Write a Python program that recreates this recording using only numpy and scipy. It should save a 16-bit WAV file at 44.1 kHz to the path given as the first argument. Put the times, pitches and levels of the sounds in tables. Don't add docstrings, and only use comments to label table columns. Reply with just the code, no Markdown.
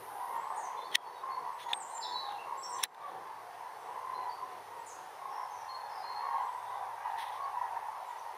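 import sys
import numpy as np
from scipy import signal
from scipy.fft import rfft, irfft, next_fast_len
from scipy.io import wavfile
from scipy.ndimage import uniform_filter1d, minimum_filter1d, map_coordinates

SR = 44100
rng = np.random.default_rng(int(sys.argv[2]) if len(sys.argv) > 2 else 0)


def gain_from_db(level_db):
    decades = np.asarray(level_db, float) / 20
    return 10 ** decades


def persist_wave(psi):
    counts = np.round(np.clip(psi, -1, 1) * 32767).astype(np.int16)
    wavfile.write(sys.argv[1], SR, np.atleast_2d(counts).T)


N = 369116

# f/Hz, density level/dB per Hz
SHELL_FRICTION = [(940, -44), (1600, -8), (1960, -0.5), (2150, -10.5), (2820, -11), (3150, -8.5),
                  (3580, -4.5), (4200, -12.5), (4800, -21), (5950, -19), (6610, -31), (7700, -59),
                  (8310, -22.5), (9880, -19), (15800, -33)]


def evened(x):
    return x / np.sqrt(np.mean(x ** 2) + 1e-20)


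def add(mix, s, sound):
    part = mix[max(round(s * SR), 0):][:len(sound)]
    part += sound[:len(part)]


def shape(spectrum, hz):
    f, db = np.transpose(spectrum)
    return gain_from_db(np.interp(np.log(hz + 1), np.log(f), db, left=-90, right=-90))


def filtered(x, spectrum):
    size = next_fast_len(x.shape[-1])
    gain = shape(spectrum, np.fft.rfftfreq(size, 1 / SR) + 20)
    return irfft(rfft(x, size) * gain, size)[..., :x.shape[-1]]


def coloured(x, spectrum):
    return evened(filtered(x, spectrum))


def wander(count, rate_hz):
    knots = rng.standard_normal(64)
    return map_coordinates(knots, [np.arange(count) * rate_hz / SR + 1], order=1, mode="wrap")


def scattered(x, t60, dry_db, wet_db):
    t = np.arange(SR // 2) / SR
    build_up = 1 - np.exp(-t / 0.0016)
    tail = rng.standard_normal(len(t)) * gain_from_db(-60 * t / t60) * build_up
    echoes = signal.oaconvolve(x, tail / np.linalg.norm(tail))[:N]
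    return gain_from_db(dry_db) * x + gain_from_db(wet_db) * echoes


def crane(length, start_hz, end_hz, db, rattle=0.68, open_db=0):
    partials = [.5, 1, 1.5, 2, 2.5, 3]
    # f/Hz, level/dB
    windpipe = [(350, -50), (550, -16), (700, 10.5), (1250, 4.5), (1450, -8), (1750, -10), (2150, -19),
                (2750, -30.5), (3500, -41.5)]
    halfway_db = -13
    n = round((length + 0.053) * SR)
    hz = np.linspace(start_hz, end_hz, n) * (1 + .007 * wander(n, 40))
    phase = 2 * np.pi * (np.cumsum(hz) / SR + rng.random())
    rattle_hz = rng.uniform(44.35, 84.2) * (1 + 0.322 * wander(n, 25.1))
    beats = np.cumsum(rattle_hz) / SR + rng.random()
    throb = 1 + rattle * np.cos(2 * np.pi * beats)
    voice = np.zeros(n)
    for k in partials:
        lift_db = open_db * max(k - 1, 0) + halfway_db * (k > 1 and k % 1 > 0)
        voice += shape(windpipe, k * hz.mean()) * gain_from_db(lift_db) * np.sin(k * phase)
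    unsteady = gain_from_db(2.0 * wander(n, 29.1)) * signal.windows.tukey(n, .8)
    return gain_from_db(db) * evened(voice * throb) * unsteady


def cranes():
    # t/s, length/s, f/Hz, level/dB
    deep = [(.059, 0.22, 803, -47), (.354, 0.14, 869, -52), (.738, 0.044, 857, -49.5),
            (1.27, 0.14, 777, -51), (1.631, 0.19, 815, -50), (1.994, 0.18, 866, -47.5),
            (2.255, .15, 820.5, -43), (3.048, 0.16, 772, -49.5), (3.439, 0.14, 711, -52),
            (3.741, 0.066, 784, -55), (4.454, 0.21, 732, -55.5), (4.922, 0.21, 742, -56),
            (5.159, 0.26, 823, -51), (5.329, 0.213, 839, -50), (6.116, 0.21, 878, -49.5),
            (6.261, 0.23, 805, -45.5), (6.685, 0.11, 806, -59), (6.78, 0.12, 800, -56.5),
            (7.58, 0.16, 890, -49.5), (8.131, 0.19, 884, -56)]
    middle = [(.19, 0.13, 966, -42), (.322, 0.12, 928, -40.5), (.439, 0.17, 889, -46.5),
              (.525, 0.1, 948, -47), (.709, 0.19, 955, -53), (1.043, 0.085, 888, -50),
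              (1.427, 0.1, 893, -51), (1.432, 0.064, 980, -42.5), (1.651, 0.11, 933, -42),
              (1.761, 0.11, 892, -47), (1.913, 0.1, 917, -48), (2.0, 0.24, 968, -46),
              (2.478, 0.096, 952, -45), (2.619, 0.16, 984, -47.5), (3.562, 0.16, 994, -53),
              (4.136, 0.18, 959, -50.5), (4.68, 0.21, 935, -46.5), (5.323, 0.079, 940, -47),
              (5.637, 0.37, 946, -53), (6.138, 0.178, 946, -45), (6.269, 0.08, 949, -39),
              (6.37, 0.087, 979, -39), (6.49, 0.42, 975, -50), (7.01, 0.28, 914, -43),
              (7.265, 0.18, 967, -45.5), (7.506, 0.25, 958.5, -42.5), (7.605, 0.38, 942, -51),
              (8.079, 0.097, 965, -43), (8.245, 0.085, 938, -46)]
    high = [(.21, 0.17, 1048, -46.5), (.434, 0.097, 1058, -42.5), (.464, 0.14, 1181, -49),
            (.623, 0.21, 1063, -48.5), (1.227, 0.2, 1051, -40), (1.373, .24, 1075, -50),
            (2.181, 0.17, 1066, -45.5), (2.401, 0.32, 1073, -45.5), (2.712, 0.094, 1065, -43.5),
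            (3.006, 0.11, 1147, -44.5), (3.879, 0.21, 1048, -50), (3.987, 0.26, 1030, -43.5),
            (4.355, 0.23, 1030, -50.5), (5.202, 0.14, 1083, -51.5), (5.363, 0.1, 1040, -43),
            (5.465, 0.125, 993, -50), (5.642, 0.2, 1041, -47), (6.196, 0.2, 1088, -41),
            (6.318, 0.1, 1092, -44.5), (6.431, 0.055, 1053, -44.5), (7.366, 0.17, 1106, -41.5),
            (7.618, .22, 1060, -59), (7.888, 0.21, 998, -52.5)]
    # t/s, level/dB
    chorus = [(0.0, -48), (0.47, -39.5), (1.02, -43.5), (1.37, -45), (2.0, -42), (2.65, -47), (2.82, -40),
              (3.5, -48.5), (4.27, -38.5), (4.8, -78), (5.4, -45), (6.2, -38.5), (6.27, -41), (6.65, -38.5),
              (7.1, -37), (7.4, -38.5), (7.76, -38), (8.37, -48.5)]
    near, far = np.zeros(N), np.zeros(N)
    for calls, sag in ((deep, 117), (middle, 188), (high, 229)):
        for s, length, hz, db in calls:
            half_fall = sag * length / 2
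            add(near, s - .025, crane(length, hz + half_fall, hz - half_fall, db))
    for s, length, pitch, glide, size in rng.random((400, 5)):
        hz = 640 + 560 * (pitch + glide) / 2
        end_hz = hz * (1.04 - 0.1007 * glide)
        call = crane(0.04 + 0.1214 * length, hz, end_hz, 3 * size, rattle=1.0, open_db=7.8 * glide)
        add(far, s * N / SR - .1, call)
    s, db = np.transpose(chorus)
    far = evened(far) * gain_from_db(np.interp(np.arange(N) / SR, s, db) - 5)
    return scattered(gain_from_db(1.5) * near + far, t60=.35, dry_db=-.5, wet_db=-8)


def soloists():
    # t/s, length/s, start f/Hz, end f/Hz, level/dB
    glides = [(6.94, .21, 765, 870, -48), (7.14, .09, 870, 975, -49), (6.345, 0.092, 1125, 980, -42),
              (6.3, 0.298, 850, 750, -53), (2.97, 0.161, 1200, 1070, -48), (3.13, 0.216, 1200, 1040, -56),
              (6.1, .15, 880, 900, -54), (7.5, .2, 880, 860, -53), (1.75, .2, 1200, 980, -55.5),
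              (.02, 0.196, 1020, 1000, -55.5), (4.2, .25, 1000, 990, -55), (3.02, .11, 1055, 1075, -54),
              (3.22, .16, 860, 890, -54), (3.62, .13, 960, 1095, -54), (6.24, .1, 960, 900, -49),
              (3.93, .08, 980, 1010, -54), (5.3, .15, 880, 900, -53), (2.2, .12, 820, 815, -53)]
    # t/s, peak level/dB, f/Hz
    strong_beats = [(0.083, -35.5, 810), (0.299, -44, 943), (0.499, -32, 916), (0.578, -28.5, 863),
                    (0.746, -33, 1060), (0.855, -40.5, 987), (1.235, -29, 1064), (1.366, -27, 1010),
                    (1.465, -34, 916), (1.716, -31, 958), (1.933, -36, 924), (2.12, -30, 900),
                    (2.157, -29, 997), (2.32, -41, 847), (2.522, -28, 953), (2.76, -33, 1076),
                    (2.791, -35, 1032), (4.071, -39.5, 1030), (4.178, -29, 1006), (4.426, -33.5, 1012),
                    (5.218, -38, 1083), (5.255, -32.5, 1058), (6.042, -32.5, 921), (6.218, -29.5, 950),
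                    (6.343, -21.5, 918), (6.492, -30.5, 987), (6.547, -29.5, 970), (6.673, -33.5, 955),
                    (6.823, -33, 990), (7.057, -35, 890), (7.102, -34, 845), (7.133, -29.5, 910),
                    (7.531, -34, 866), (7.567, -29.5, 980), (7.613, -22, 958), (7.707, -27, 927),
                    (7.768, -25, 944), (7.884, -30.5, 868)]
    rise_s, hold_s, fade_s, beat_db = 0.00244, 0.0056, 0.01, -3.5
    out, t = np.zeros(N), np.arange(2048) / SR
    for s, length, start_hz, end_hz, db in glides:
        add(out, s - .025, crane(length, start_hz, end_hz, db, rattle=0.69, open_db=6))
    swell = np.minimum(t / rise_s, 1) * np.exp(-np.maximum(t - hold_s, 0) / fade_s)
    for s, db, hz in strong_beats:
        voice = np.sin(2 * np.pi * hz * t) + 0.042 * np.sin(4 * np.pi * hz * t)
        add(out, s - .001, gain_from_db(db + beat_db) * swell * voice)
    return scattered(out, t60=.35, dry_db=-.5, wet_db=-8)


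def gulps():
    bursts = [.499, 1.367, 2.523, 4.073, 4.179, 5.217, 5.255, 6.043, 7.134, 7.613, 7.709, 7.885]
    closed_s, depth = .012, .7
    hush = np.zeros(N)
    for s in bursts:
        add(hush, s - closed_s, depth * signal.windows.tukey(round(closed_s * SR), .5))
    return 1 - hush


def note(length, start_hz, end_hz, db, buzz_hz):
    u = np.linspace(0, 1, round(length * SR))
    bend = np.exp(-(buzz_hz / 90) ** 2)
    glide = bend * (1 - (1 - u) ** 2.4) + (1 - bend) * u
    hz = start_hz + (end_hz - start_hz) * glide + buzz_hz * wander(len(u), 359.3)
    loudness = gain_from_db(2.4 * wander(len(u), 64.0) + 2.4 * u)
    whistle = np.sin(2 * np.pi * np.cumsum(hz) / SR) * loudness
    return gain_from_db(db) * whistle * signal.windows.tukey(len(u), .3)


def twitter():
    low_hz, high_hz, base_db, spread_db = 2300, 5200, -78, 3
    out = np.zeros(N)
    for s, length, pitch, glide, size in rng.random((260, 5)):
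        hz = low_hz * (high_hz / low_hz) ** pitch
        end_hz = hz * (1.03 - .07 * glide)
        add(out, s * N / SR, note(0.034 + 0.137 * length, hz, end_hz, base_db + spread_db * size, 37))
    return scattered(out, t60=0.17, dry_db=-8.5, wet_db=-3.0)


def hum():
    # t/s, level/dB
    engine = [(0.0, -66), (0.25, -91), (2.38, -74), (2.49, -80), (4.85, -75.5), (5.08, -80.5), (7.37, -76),
              (8.37, -76)]
    turns = np.cumsum(106 + 3.13 * wander(N, 9.1)) / SR
    level_db = np.interp(np.arange(N) / SR, *np.transpose(engine)) + 3.9 * wander(N, 5.2)
    return gain_from_db(level_db) * np.sin(2 * np.pi * turns)


def air(spectrum, db, patchy_db):
    hz, t, z = signal.stft(coloured(rng.standard_normal(N), spectrum), SR, nperseg=1024)
    grain = rng.standard_normal(z.shape)
    patches = evened(uniform_filter1d(uniform_filter1d(grain, 9, 0), 10, 1))
    drift_db = patchy_db * patches / (1 + (hz[:, None] / 4000) ** 2)
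    return gain_from_db(db) * signal.istft(z * gain_from_db(drift_db), SR, nperseg=1024)[1][:N]


def plane():
    # t/s, level/dB
    fading = [(0.0, -57), (0.07, -61.5), (3.08, -60.5), (3.15, -53), (3.28, -65), (4.48, -62),
              (8.28, -78.5), (8.37, -70)]
    # f/Hz, density level/dB per Hz
    roar = [(65, -67), (110, -30), (189, -15.5), (237, -23), (307, -16), (425, -5), (520, -3.5), (680, -16),
            (1140, -120)]
    s, db = np.transpose(fading)
    return gain_from_db(np.interp(np.arange(N) / SR, s, db)) * air(roar, 0.78, patchy_db=3.0)


def lens_drive():
    # f/Hz, density level/dB per Hz
    gears = [(5000, -41), (8500, -15), (9020, -1), (9500, 5), (10900, 5), (11800, -2), (12700, 5),
             (15800, -18)]
    whirr_db, end_s = -62, 0.388
    t = np.arange(N) / SR
    steps = 2 * np.pi * 109 * t
    step_gain = gain_from_db(whirr_db + 3.6 * np.cos(steps) + 3.4 * np.cos(2 * steps))
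    whirr = step_gain * np.clip((end_s - t) / .02, 0, 1)
    return whirr * coloured(rng.standard_normal((2, N)), gears) * [[1], [.3]]


def songbirds():
    # t/s, length/s, level/dB
    climbs = [
        (0.342, 0.31, -66.5),
        (3.76, .28, -76),
        (4.78, 0.11, -71),
        (6.39, 0.28, -69.5),
    ]
    # t/s, length/s, start f/Hz, end f/Hz, level/dB
    sweeps = [(0.564, 0.042, 9000, 7800, -54.5), (0.569, 0.11, 7000, 6180, -55),
              (1.808, 0.04, 8200, 6700, -44), (1.883, 0.06, 8300, 8770, -51),
              (1.95, 0.053, 7580, 7230, -43.5), (2.015, 0.043, 4980, 5240, -47),
              (2.024, 0.021, 5010, 4130, -45.5), (2.029, 0.045, 4070, 3830, -43),
              (2.249, 0.06, 4320, 3220, -52), (2.579, 0.062, 7480, 8200, -53),
              (2.644, 0.016, 6180, 5780, -49), (2.725, 0.032, 7480, 7420, -45.5),
              (2.734, 0.052, 5930, 6250, -50.5), (4.866, 0.046, 9550, 6870, -52),
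              (4.866, 0.08, 7270, 5800, -54), (4.89, 0.03, 6230, 4770, -61), (5.289, 0.18, 5560, 5400, -64),
              (5.503, 0.14, 6360, 5550, -60.5), (5.886, 0.15, 5320, 4800, -59),
              (6.573, .25, 3700, 3530, -66), (8.067, 0.064, 8030, 6200, -70)]
    # t/s, length/s, f/Hz, level/dB
    pipes = [(0.758, 0.12, 4070, -64), (0.773, 0.068, 3540, -57.5), (0.845, 0.042, 4400, -60),
             (0.923, 0.04, 3240, -52), (1.037, 0.17, 4450, -66), (1.158, 0.047, 3820, -59),
             (1.303, 0.077, 4350, -57), (1.535, 0.032, 8000, -64), (1.62, 0.09, 6660, -63),
             (1.733, 0.057, 8420, -45), (1.787, 0.49, 6250, -71.5), (2.302, 0.051, 2750, -62),
             (2.156, 0.054, 4250, -50), (2.2, 0.06, 3890, -51.5), (2.387, 0.047, 2720, -48.5),
             (2.626, 0.04, 7600, -49), (2.636, 0.042, 5545, -44.5), (2.695, 0.036, 8230, -50.5),
             (4.144, 0.06, 4150, -58), (4.298, 0.037, 4615, -54.5), (5.688, 0.13, 4286, -49.5),
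             (6.069, 0.12, 4240, -50.5), (6.252, 0.22, 4220, -71), (1.38, 0.078, 4430, -78),
             (8.192, 0.015, 6000, -60)]
    lift = 0.0074
    out = np.zeros(N)
    for s, length, db in climbs:
        add(out, s - .008, note(length, 7330, 8190, db, buzz_hz=8.6))
    for s, length, start_hz, end_hz, db in sweeps:
        buzz_hz = 166 + 0.115 * abs(end_hz - start_hz)
        add(out, s - .008, note(length, start_hz, end_hz, db, buzz_hz))
    for s, length, hz, db in pipes:
        waver_hz = 3.16 / length
        add(out, s - .008, note(length, hz * (1 - lift), hz * (1 + lift / 2), db, waver_hz))
    return scattered(out, t60=.48, dry_db=-2.5, wet_db=-1.5)


def rubs():
    # t/s, length/s, level/dB
    slides = [(0.914, 0.052, -49), (0.958, 0.016, -47), (1.57, 0.095, -50.5), (1.675, 0.06, -51),
              (2.771, 0.074, -51.5), (2.827, 0.039, -41), (2.936, 0.28, -60.5), (7.086, 0.059, -61.5),
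              (7.16, 0.105, -47), (7.23, 0.09, -54), (7.29, 0.12, -56)]
    pressure = np.zeros(N)
    for s, length, db in slides:
        add(pressure, s, gain_from_db(db) * signal.windows.tukey(round(length * SR), .8))
    noise = rng.standard_normal(N)
    grip = evened(uniform_filter1d(noise[::-1], size=150))
    return pressure * gain_from_db(1.4 * grip) * coloured(noise, SHELL_FRICTION)


def creaks():
    # t/s, peak level/dB
    ticks = [
        (0.916, -41),
        (1.98, -42),
        (2.3223, -43.5),
        (2.787, -41),
        (2.9464, -40),
        (3.2735, -46),
        (7.1846, -42),
        (7.2094, -44),
        (7.2283, -41),
    ]
    # t/s, length/s, start f/Hz, end f/Hz, level/dB
    squeaks = [
        (1.6, .045, 3500, 3400, -58),
        (1.645, .085, 3380, 3450, -59),
        (1.69, .035, 4150, 4120, -57),
        (.942, .014, 3150, 3250, -42),
        (.914, .016, 3250, 3250, -50),
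    ]
    out, t = np.zeros(N), np.arange(1024) / SR
    for s, db in ticks:
        tick = np.exp(-t / 0.0018) * coloured(rng.standard_normal(len(t)), SHELL_FRICTION)
        add(out, s, gain_from_db(db - 3) * tick)
    for s, length, start_hz, end_hz, db in squeaks:
        add(out, s, note(length, start_hz, end_hz, db, 60))
    return out


def clicks():
    # t/s, level/dB, build-up/s, decay/s, snap level/dB
    strokes = [
        (0.9559, -12.5, 0.0034, 0.0012, -19),
        (1.732, -18, 0.00021, 0.0026, -40),
        (2.8382, -21.5, 0.0035, 0.0015, -19),
    ]
    # f/Hz, density level/dB per Hz
    first_body = [(530, -60), (900, -33), (1040, -75), (1890, -3), (2740, -12.5), (3130, 0), (3700, -6.5),
                  (4760, -20), (5840, -13), (7880, -30), (9550, -23), (15800, -36)]
    second_body = [(530, -45), (900, -15), (1400, -45), (1920, -9.5), (2910, -11), (3530, 0), (4130, -9),
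                   (4540, -27), (15800, -46)]
    third_body = [(530, -46), (900, -2.5), (1420, -15), (1870, 0), (2910, -6), (4030, 2.5), (4490, -20),
                  (5840, 1), (6510, -14), (9780, -16), (11800, -21), (14000, -25), (15800, -27)]
    # f/Hz, density level/dB per Hz
    snap_treble = [(5000, -35), (8000, -18), (9800, -1), (11200, -10), (13000, -11), (15000, -10),
                   (16400, -16)]
    # t/s, f/Hz, peak level/dB, t60/s
    rings = [
        (.9563, 2120, -16, 0.011),
        (.9523, 3200, -23, 0.026),
        (2.8382, 4000, -33, 0.012),
        (2.8455, 4000, -37, 0.06),
    ]
    # f/Hz, level/dB
    ring_high_pass = [(20, -70), (400, -40), (1500, 0), (20000, 0)]
    out, t = np.zeros((2, N)), np.arange(-2048, 2048) / SR
    for (s, db, rise, fall, snap_db), body in zip(strokes, (first_body, second_body, third_body)):
        envelope = np.exp(np.where(t < 0, t / rise, -t / fall))
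        scrape = gain_from_db(db) * envelope * coloured(rng.standard_normal(len(t)), body)
        burst = coloured(rng.standard_normal((2, len(t))), snap_treble)
        snap = gain_from_db(snap_db) * np.exp(-abs(t) / 0.00068) * burst
        add(out[0], s + t[0], scrape + snap[0])
        add(out[1], s + t[0], 0.25 * np.diff(snap[1] + .2 * snap[0], n=2))
    for s, hz, db, t60 in rings:
        ring = (t > 0) * gain_from_db(db - 60 * abs(t) / t60) * np.sin(2 * np.pi * hz * t)
        add(out[0], s + t[0], filtered(ring, ring_high_pass))
    return out


def graces():
    # t/s, length/s, start f/Hz, end f/Hz, level/dB
    slurs = [(6.033, .05, 4130, 4250, -54), (2.108, .022, 4250, 4330, -50), (2.128, .036, 4340, 4280, -39),
             (2.145, .075, 3990, 3960, -45), (2.19, .04, 5300, 4500, -59), (2.035, .04, 3520, 3560, -53),
             (2.352, .025, 2760, 2780, -55), (2.315, .02, 3350, 3300, -57), (6.375, .025, 4600, 3000, -63),
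             (6.48, .025, 4200, 3000, -61), (7.425, .04, 4300, 4600, -65), (1.915, .03, 4100, 4100, -65)]
    out = np.zeros(N)
    for s, length, start_hz, end_hz, db in slurs:
        add(out, s - .008, note(length, start_hz, end_hz, db, 41))
    return scattered(out, t60=.4, dry_db=-3, wet_db=-1)


def scene():
    # f/Hz, density level/dB per Hz
    common_air = [(15, -85), (25, -88), (99, -30.5), (253, -33.5), (332, -50), (390, -22), (668, -13),
                  (948, -3.5), (1380, -18), (1960, -20.5), (2430, -27), (5000, -33.5), (6080, -33.5),
                  (7540, -41), (9870, -33.5), (15600, -42.5)]
    # f/Hz, density level/dB per Hz
    port_noise = [(15, -53), (25, -27), (96, -9), (255, -7), (657, 2.5), (933, -48), (1260, -1),
                  (7260, -14.5), (9780, -7), (12500, -7.5), (15900, -13)]
    mid, side = lens_drive() + clicks()
    mid = mid + gulps() * cranes() + soloists()
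    mid = mid + twitter() + songbirds() + graces()
    mid = mid + hum() + plane() + air(common_air, -48.5, patchy_db=1.6)
    mid = mid + rubs() + creaks()
    side = side + air(port_noise, -71, patchy_db=-2.0)
    side = side + gain_from_db(-15.0) * np.gradient(mid)
    return np.array([mid + side, mid - side])


def starved(x, under_db):
    side_top_hz, side_kept, side_bass_kept = 8300, .45, .85
    hz, t, z = signal.stft(x, SR, nperseg=1024)
    power = uniform_filter1d(uniform_filter1d(abs(z[0] + z[1]) ** 2, 5, 0), 6, 1)
    band_db = 10 * np.log10(power + 1e-20)
    nearby_db = -minimum_filter1d(-band_db, size=40, axis=0)
    treble = (hz > 6500) & (hz < 9000)
    faint = band_db < np.percentile(band_db[treble], 5)
    empty = (faint | (band_db < nearby_db - under_db)) & treble[:, None]
    in_time = uniform_filter1d(rng.standard_normal(len(t)), size=5)
    in_bands = np.repeat(rng.standard_normal((65, len(t))), 8, 0)[:len(hz)]
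    spare = in_time + .45 * in_bands
    kept = np.where(hz < 700, side_bass_kept, side_kept)[:, None]
    dropped = (spare < np.quantile(spare, 1 - kept)) & (hz < side_top_hz)[:, None]
    mid, side = (z[0] + z[1]) / 2, (z[0] - z[1]) / 2 * ~dropped
    thinned = np.array([mid + side, mid - side]) * np.where(empty, .12, 1)
    return signal.istft(thinned, SR, nperseg=1024)[1][:, :N]


def low_pass(x):
    return signal.sosfilt(signal.butter(12, 16490, fs=SR, output="sos"), x)


def record(dry):
    # t/s, depth/dB, recovery/s
    ducks = [
        (0.969, -7, 0.04),
        (1.75, -2, 0.06),
        (2.868, -11, 0.075),
    ]
    # f/Hz, level/dB
    band_limit = [(20, 0), (15680, 0), (15780, -22), (16400, -25), (16600, -80)]
    hold_s, slow_s, slow_share, treble_share = .03, .45, .3, .35
    t, gain_db = np.arange(N) / SR, np.zeros(N)
    for s, depth_db, back in ducks:
        since = np.maximum(t - s - hold_s, 0)
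        recovery = (1 - slow_share) * np.exp(-since / back) + slow_share * np.exp(-since / slow_s)
        gain_db += depth_db * np.clip((t - s) / 0.025 + 1, 0, 1) * recovery
    dry = starved(filtered(dry, band_limit), under_db=23.0)
    low = uniform_filter1d(uniform_filter1d(dry, size=5, axis=1), size=5, axis=1)
    treble = (dry - low) * gain_from_db(treble_share * gain_db)
    ducked = (low + treble) * gain_from_db(gain_db)
    return low_pass(ducked)


dry = scene()
out = record(dry)
persist_wave(out)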